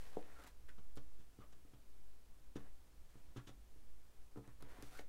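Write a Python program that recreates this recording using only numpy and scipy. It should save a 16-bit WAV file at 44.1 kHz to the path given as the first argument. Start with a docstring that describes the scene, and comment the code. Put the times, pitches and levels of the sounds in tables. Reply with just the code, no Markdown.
"""At a desk in a quiet room, fingers press stickers onto a planner page.
Each press thuds through the desk and crunches the paper a little, and the hand bumps twice, dully.
Sticker edges tick as they snap free. Skin slides over the sheet, which rubs, hisses and faintly sings.
A faint low hum, a thin hiss and a deep rumble lie underneath."""
import sys
import numpy as np
from scipy import signal
from scipy.fft import rfft, irfft
from scipy.io import wavfile

SR = 44100
rng = np.random.default_rng(int(sys.argv[2]) if len(sys.argv) > 2 else 0)


def unload_audio(sound):
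    """Save the sound as a 16-bit wav file, at the path given as the first command line argument."""
    columns = np.transpose(np.atleast_2d(sound))
    # keep every value between -1 and 1, then stretch to whole-number steps
    steps = np.round(np.clip(columns, -1, 1) * 32767)
    wavfile.write(sys.argv[1], SR, steps.astype(np.int16))


N = 224099
TIME = np.arange(N) / SR

# The tone of the room's steady noise and of the deep rumble. Each row: frequency in Hz, level in dB.
ROOM_NOISE_SPECTRUM = [(30, -4), (55, 6), (90, -9.5), (150, -10), (250, -8), (500, -13), (1000, -17.5),
                       (2000, -21.5), (4000, -24), (9000, -25.5), (15500, -28.5)]
RUMBLE_SPECTRUM = [(2, 14), (6, 14), (12, 9.5), (23, 0), (34, -7.5), (52, -3.5), (70, -7), (90, -22),
                   (150, -20.5), (400, -59)]
# The rumble is lowest while the hands rest. Each row: time in seconds, level in dB.
RUMBLE_LEVELS = [(0, -54.5), (.8, -54), (2.0, -60.5), (2.6, -54), (3.4, -52.5), (4.1, -57.5), (5.08, -51)]
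# Skin slides over the paper. Each row: start in seconds, length in seconds, rub level in dB,
# hiss level in dB, change of the hiss from start to end in dB.
SKIN_SLIDES = [(-.02, 0.23, -68.5, -71, -7.5), (0.22, 0.15, -68.5, -76, 5), (0.382, 0.048, -65, -72, 0),
               (0.434, 0.019, -64, -67, -11), (0.462, 0.0072, -63.5, -63, 0.5),
               (0.683, 0.011, -68, -71.5, -1.5), (1.406, 0.04, -72.5, -89, 4),
               (2.581, 0.1, -71.5, -84, -17), (3.088, 0.27, -82, -84.5, -10), (4.437, 0.07, -72, -88, -5),
               (4.6, 0.074, -70, -88, 0), (4.682, 0.13, -65.5, -73, -0.5), (4.821, 0.083, -71, -69.5, -3),
               (4.907, 0.091, -67, -66.5, 4.5)]
# The tone of a slide's low rub and of its dry hiss. Each row: frequency in Hz, level in dB.
RUB_SPECTRUM = [(100, -3), (250, 3), (450, 4), (900, 1.5), (1350, -1), (1900, -1.5), (2600, -10),
                (5000, -25), (15000, -41)]
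HISS_SPECTRUM = [(500, -30), (1500, 1.5), (3000, 0), (6000, -3.5), (8000, -4.5), (11000, -6.5),
                 (15500, -10.5)]
# The hand bumps. Each row: start in seconds, level in dB, treble cut in Hz (higher is a harder hit).
HAND_BUMPS = [(0.1700, -37.5, 880), (4.994, -50.5, 1540)]
# A bump rings with long low desk tones and short hollow ones.
# Each row: frequency in Hz, level in dB, seconds to fade by 60 dB.
BUMP_TONES = [(196, -32.5, 0.29), (220.7, -12.5, 0.23), (303.4, -18.5, 0.32), (448, 5.5, 0.024),
              (600, -4.5, 0.014), (700, -4.5, 0.014), (797, -22, 0.057)]
# Nearby walls throw a bump back. Each row: delay in seconds, level in dB.
WALL_ECHOES = [(.0085, -21), (0.0206, -18), (0.0249, -17.5)]
# Sticker edges and nails tick. Each row: start in seconds, level in dB, bass cut in Hz, treble cut in Hz.
EDGE_TICKS = [(0.2272, -52, 1500, 2200), (0.474, -49, 3000, 16000), (0.692, -52, 1400, 2180),
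              (0.958, -53, 4000, 11000), (0.9655, -52.5, 3000, 13000), (0.973, -47.5, 1500, 4900),
              (1.5264, -58, 800, 5000), (4.4767, -56, 2500, 9000), (4.61, -59, 2530, 15000),
              (4.6244, -47.5, 4000, 16200), (4.8247, -43, 800, 11200), (4.991, -51, 2000, 6840),
              (4.9943, -42, 1200, 3000)]
# A fingertip drags. Each row: start in seconds, length in seconds, level in dB, pitch in Hz,
# width of the band around that pitch in Hz.
FINGER_DRAGS = [(0.356, 0.11, -70.5, 1360, 240), (0.682, 0.028, -67, 1650, 600),
                (1.399, 0.08, -74, 1200, 230), (2.562, 0.038, -72, 1340, 600),
                (3.376, 0.047, -67, 1350, 700), (4.938, 0.083, -67.5, 1460, 250),
                (4.985, 0.02, -64, 2000, 600)]
# A fingertip presses the page. Each row: start in seconds, thud level in dB, treble cut in Hz,
# bass cut in Hz, crunch level in dB, crunch length in seconds, crunch treble tilt in dB per octave.
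FINGER_PRESSES = [(0.784, -64, 453, 70, -66, 0.021, -5.5), (0.972, -57.5, 1300, 113, -60.5, 0.023, -4.5),
                  (1.19, -69, 600, 100, -77.5, 0.061, -1.5), (1.388, -58.5, 395, 81, -74.5, 0.071, -3),
                  (1.527, -71, 900, 150, -67.5, 0.019, -2.5), (1.65, -66, 295, 70, -90, .02, -5),
                  (1.735, -67.5, 700, 101, -72, 0.026, -4.5), (2.5588, -47, 650, 147, -60.5, 0.027, -2),
                  (3.155, -62.5, 400, 90, -79, 0.017, -5), (3.362, -52, 500, 65, -63.5, 0.051, -3),
                  (3.3697, -54, 408, 70, -65, 0.017, 0), (3.472, -72, 500, 80, -62.5, 0.042, -1),
                  (3.493, -62, 597, 80.5, -68.5, 0.024, -12), (3.761, -69, 300, 79.5, -99, 0.016, -7),
                  (4.360, -58, 1410, 230, -61.5, 0.056, -19), (4.373, -49.5, 432, 133, -72.5, .014, 1),
                  (4.478, -63, 600, 80, -81, 0.023, -5), (4.626, -59, 750, 140, -63, 0.017, -5),
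                  (4.787, -62, 1000, 151, -72.5, 0.0099, -7), (4.828, -59.5, 603, 111, -61, 0.019, -4.5)]
# The tone of crunching paper. Each row: frequency in Hz, level in dB.
CRUNCH_SPECTRUM = [(200, 6), (700, -3.5), (1400, -1.5), (2400, -6), (3300, 0.5), (4500, -8.5), (6000, -4.5),
                   (9000, -12.5), (15000, -20)]
# The desk rings under the pad. Each row: frequency in Hz, level in dB, seconds to fade by 60 dB.
DESK_TONES = [(122, 5, 0.19), (202.1, -8, 0.31), (219.2, -2, 0.2), (285.4, -6.5, 0.25), (312, 6, 0.051),
              (345, -12, 0.29), (394.2, -4, 0.13), (449, -11.5, 0.22), (459, -26.5, 0.36),
              (700, -13.5, 0.23), (785, -12, 0.13), (858, -22.5, 0.067), (1037, -9, 0.042),
              (1269, -2.5, 0.073), (1350, -24, 0.23), (1795, -12.5, 0.075)]


def from_db(db):
    """Turn decibels into a number to multiply by."""
    return 10 ** (np.asarray(db) / 20)


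def rms_one(x):
    """Scale a sound so that its average strength (rms) is 1."""
    return x / np.sqrt(np.mean(x ** 2) + 1e-30)


def keep_band(x, hz, kind, order=2):
    """Keep the "low" side of hz, the "high" side, or the "band" between two frequencies."""
    sections = signal.butter(order, np.clip(hz, 1, .45 * SR), kind, fs=SR, output="sos")
    return signal.sosfilt(sections, x + 1e-18)


def colour(x, spectrum, tilt_db=0):
    """Shape a sound's tone, tilted by tilt_db per octave above 1000 Hz; its strength comes out as 1."""
    octave = np.log2(np.maximum(np.fft.rfftfreq(len(x), 1 / SR), 1))
    hz, db = np.transpose(spectrum)
    shape_db = np.interp(octave, np.log2(hz), db) + tilt_db * np.maximum(octave, np.log2(1000))
    return rms_one(irfft(rfft(x) * from_db(shape_db), len(x)))


def drift(rate_hz):
    """A smooth random wobble of strength 1."""
    return rms_one(keep_band(rng.standard_normal(N + SR), rate_hz, "low")[SR:])


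def add(out, start, sound):
    """Mix a sound in at a start time in seconds."""
    at = int(np.clip(round(start * SR), 0, N - 1))
    out[at:at + len(sound)] += sound[:N - at]


def swell(length):
    """A loudness curve that rises quickly and falls off slowly."""
    progress = np.linspace(0, 1, max(int(length * SR), 16))
    return rms_one(np.sin(np.pi * progress ** 0.59))


def grains(samples, per_s, spread_db):
    """Paper fibres catch and let go: random clicks of uneven size."""
    sizes = from_db(spread_db * np.minimum(rng.exponential(1, samples), 4))
    return sizes * rng.standard_normal(samples) * (rng.random(samples) < per_s / SR)


def strike(tones, uneven_db):
    """Tones ring and die away; their strengths change by chance, as with the spot that is struck."""
    t = TIME[:SR // 2]
    hz, db, fade_s = np.transpose(tones)[:, :, None]
    strength = from_db(db + uneven_db * rng.standard_normal(hz.shape))
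    return np.sum(strength * from_db(-60 * t / fade_s) * np.sin(2 * np.pi * hz * t), axis=0)


def background(noise_db=-70.5, hum_hz=51.45, hum_db=-70, wander_db=-46.5):
    """Hissy room noise, a wavering hum, a deep rumble and a slow wander far too low to hear."""
    noise = from_db(noise_db) * colour(rng.standard_normal(N), ROOM_NOISE_SPECTRUM)
    hum_level = from_db(hum_db + 0.89 * drift(rate_hz=2.4))
    hum = hum_level * rms_one(np.sin(2 * np.pi * hum_hz * TIME + 0.65 * drift(rate_hz=1.9)))
    rumble_level = from_db(np.interp(TIME, *np.transpose(RUMBLE_LEVELS)))
    rumble = rumble_level * colour(rng.standard_normal(N), RUMBLE_SPECTRUM)
    wander = drift(rate_hz=1)
    return noise + hum + rumble + from_db(wander_db) * rms_one(wander - wander.mean())


def skin_slides(rise_s=0.0049, fade_s=.018, rub_follows=0.15):
    """Friction makes the sheet rub and hiss; each stroke sets in, may speed up or slow, and dies away."""
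    rub_power, hiss_power = np.zeros(N), np.zeros(N)
    for start, length, rub_db, hiss_db, change_db in SKIN_SLIDES:
        t = TIME - start
        contact = np.clip(t / rise_s, 0, 1) * np.exp(-np.clip((t - length) / fade_s, 0, 20))
        speed_db = change_db * (np.clip(t / length, 0, 1) - .5)
        rub_power += (contact * from_db(rub_db + rub_follows * speed_db)) ** 2
        hiss_power += (contact * from_db(hiss_db + speed_db)) ** 2
    rub = np.sqrt(rub_power) * colour(grains(N, per_s=6000, spread_db=1.5), RUB_SPECTRUM)
    hiss = np.sqrt(hiss_power) * colour(grains(N, per_s=7000, spread_db=0.5), HISS_SPECTRUM)
    wavering_pressure = from_db(0.79 * drift(rate_hz=66))
    return (rub + hiss) * wavering_pressure


def hand_bumps(bass_cut_hz=190):
    """A soft hand lands slowly, so its knock has no treble; the walls throw it back."""
    out = np.zeros(N)
    for start, db, treble_cut_hz in HAND_BUMPS:
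        ring = strike(BUMP_TONES, uneven_db=3.0)
        knock = -from_db(db) * keep_band(ring, treble_cut_hz, "low", order=4)
        add(out, start, knock)
        for delay, echo_db in WALL_ECHOES:
            add(out, start + delay, from_db(echo_db) * knock)
    return keep_band(out, bass_cut_hz, "high")


def edge_ticks(snap_s=0.00045, tail_s=0.0024, tail_db=-17):
    """An edge snaps free within a millisecond and the sheet shivers briefly after it."""
    out, t = np.zeros(N), TIME[:SR // 20]
    fade = np.exp(-t / snap_s) + from_db(tail_db) * np.exp(-t / tail_s)
    for start, db, bass_cut_hz, treble_cut_hz in EDGE_TICKS:
        shiver = rng.choice([-1, 1], len(t)) * fade
        snap = keep_band(keep_band(shiver, bass_cut_hz, "high"), treble_cut_hz, "low")
        add(out, start, from_db(db) * snap / np.sqrt(np.sum(snap ** 2) / 6))
    return out


def finger_drags():
    """A fingertip sticks and slips unevenly, so the sheet sings faintly around one pitch."""
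    out = np.zeros(N)
    for start, length, db, hz, width_hz in FINGER_DRAGS:
        stroke = swell(length)
        slips = grains(SR // 2, per_s=3000, spread_db=2.5)
        sing = keep_band(slips, [hz - width_hz / 2, hz + width_hz / 2], "band")
        add(out, start, from_db(db) * stroke * rms_one(sing[:len(stroke)]))
    return out


def paper_crunches(lead_s=.004):
    """Just before each thud, the paper gives way in a dense burst of tiny slips."""
    out = np.zeros(N)
    for start, *_, db, length, tilt_db in FINGER_PRESSES:
        stroke = swell(length)
        slips = colour(grains(SR // 2, per_s=5000, spread_db=1.0), CRUNCH_SPECTRUM, tilt_db)
        add(out, start - lead_s, from_db(db) * stroke * rms_one(slips[:len(stroke)]))
    return out


def press_thuds(jolt_s=0.00096, jolt_above_hz=600, jolt_gain=0.07):
    """Soft fingertips strike the desk through the pad; each touch has its own hardness and weight."""
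    out, t = np.zeros(N), TIME[:SR // 50]
    first_touch = t == 0
    for start, db, treble_cut_hz, bass_cut_hz, *_ in FINGER_PRESSES:
        ring = keep_band(strike(DESK_TONES, uneven_db=2.5), treble_cut_hz, "low", order=1)
        # After the first touch the paper flattens unevenly and jolts the desk's higher tones.
        jolts = rng.standard_normal(len(t)) * np.exp(-t / jolt_s) / np.sqrt(jolt_s * SR)
        force = first_touch + jolt_gain * keep_band(jolts, jolt_above_hz, "high")
        thud = keep_band(signal.fftconvolve(ring, force), bass_cut_hz, "high")
        add(out, start, -from_db(db) * thud)
    return out


def room_echo(x, db=-7.5, fade_s=0.17, delay_s=.006, bass_cut_hz=260, treble_cut_hz=4000):
    """A small furnished room answers each sound with a short, dull wash of echoes without bass."""
    t = TIME[:SR // 2]
    echoes = rng.standard_normal(len(t)) * from_db(-60 * t / fade_s) * (t > delay_s)
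    tail = keep_band(echoes, treble_cut_hz, "low", order=1)
    tail /= np.sqrt(np.sum(tail ** 2) * SR / (np.pi * treble_cut_hz))  # gain near 1 below the treble cut
    return from_db(db) * signal.fftconvolve(x, keep_band(tail, bass_cut_hz, "high"))[:N]


def scene():
    """The hands' sounds, their echo in the room and the background, in one channel."""
    hands = press_thuds() + hand_bumps() + edge_ticks() + paper_crunches() + skin_slides() + finger_drags()
    return (hands + room_echo(hands) + background())[None]


def record(dry):
    """The very highest treble, above 15750 Hz, is cut off steeply."""
    return signal.sosfilt(signal.ellip(12, .1, 80, 15750, fs=SR, output="sos"), dry)


dry = scene()
out = record(dry)
unload_audio(out)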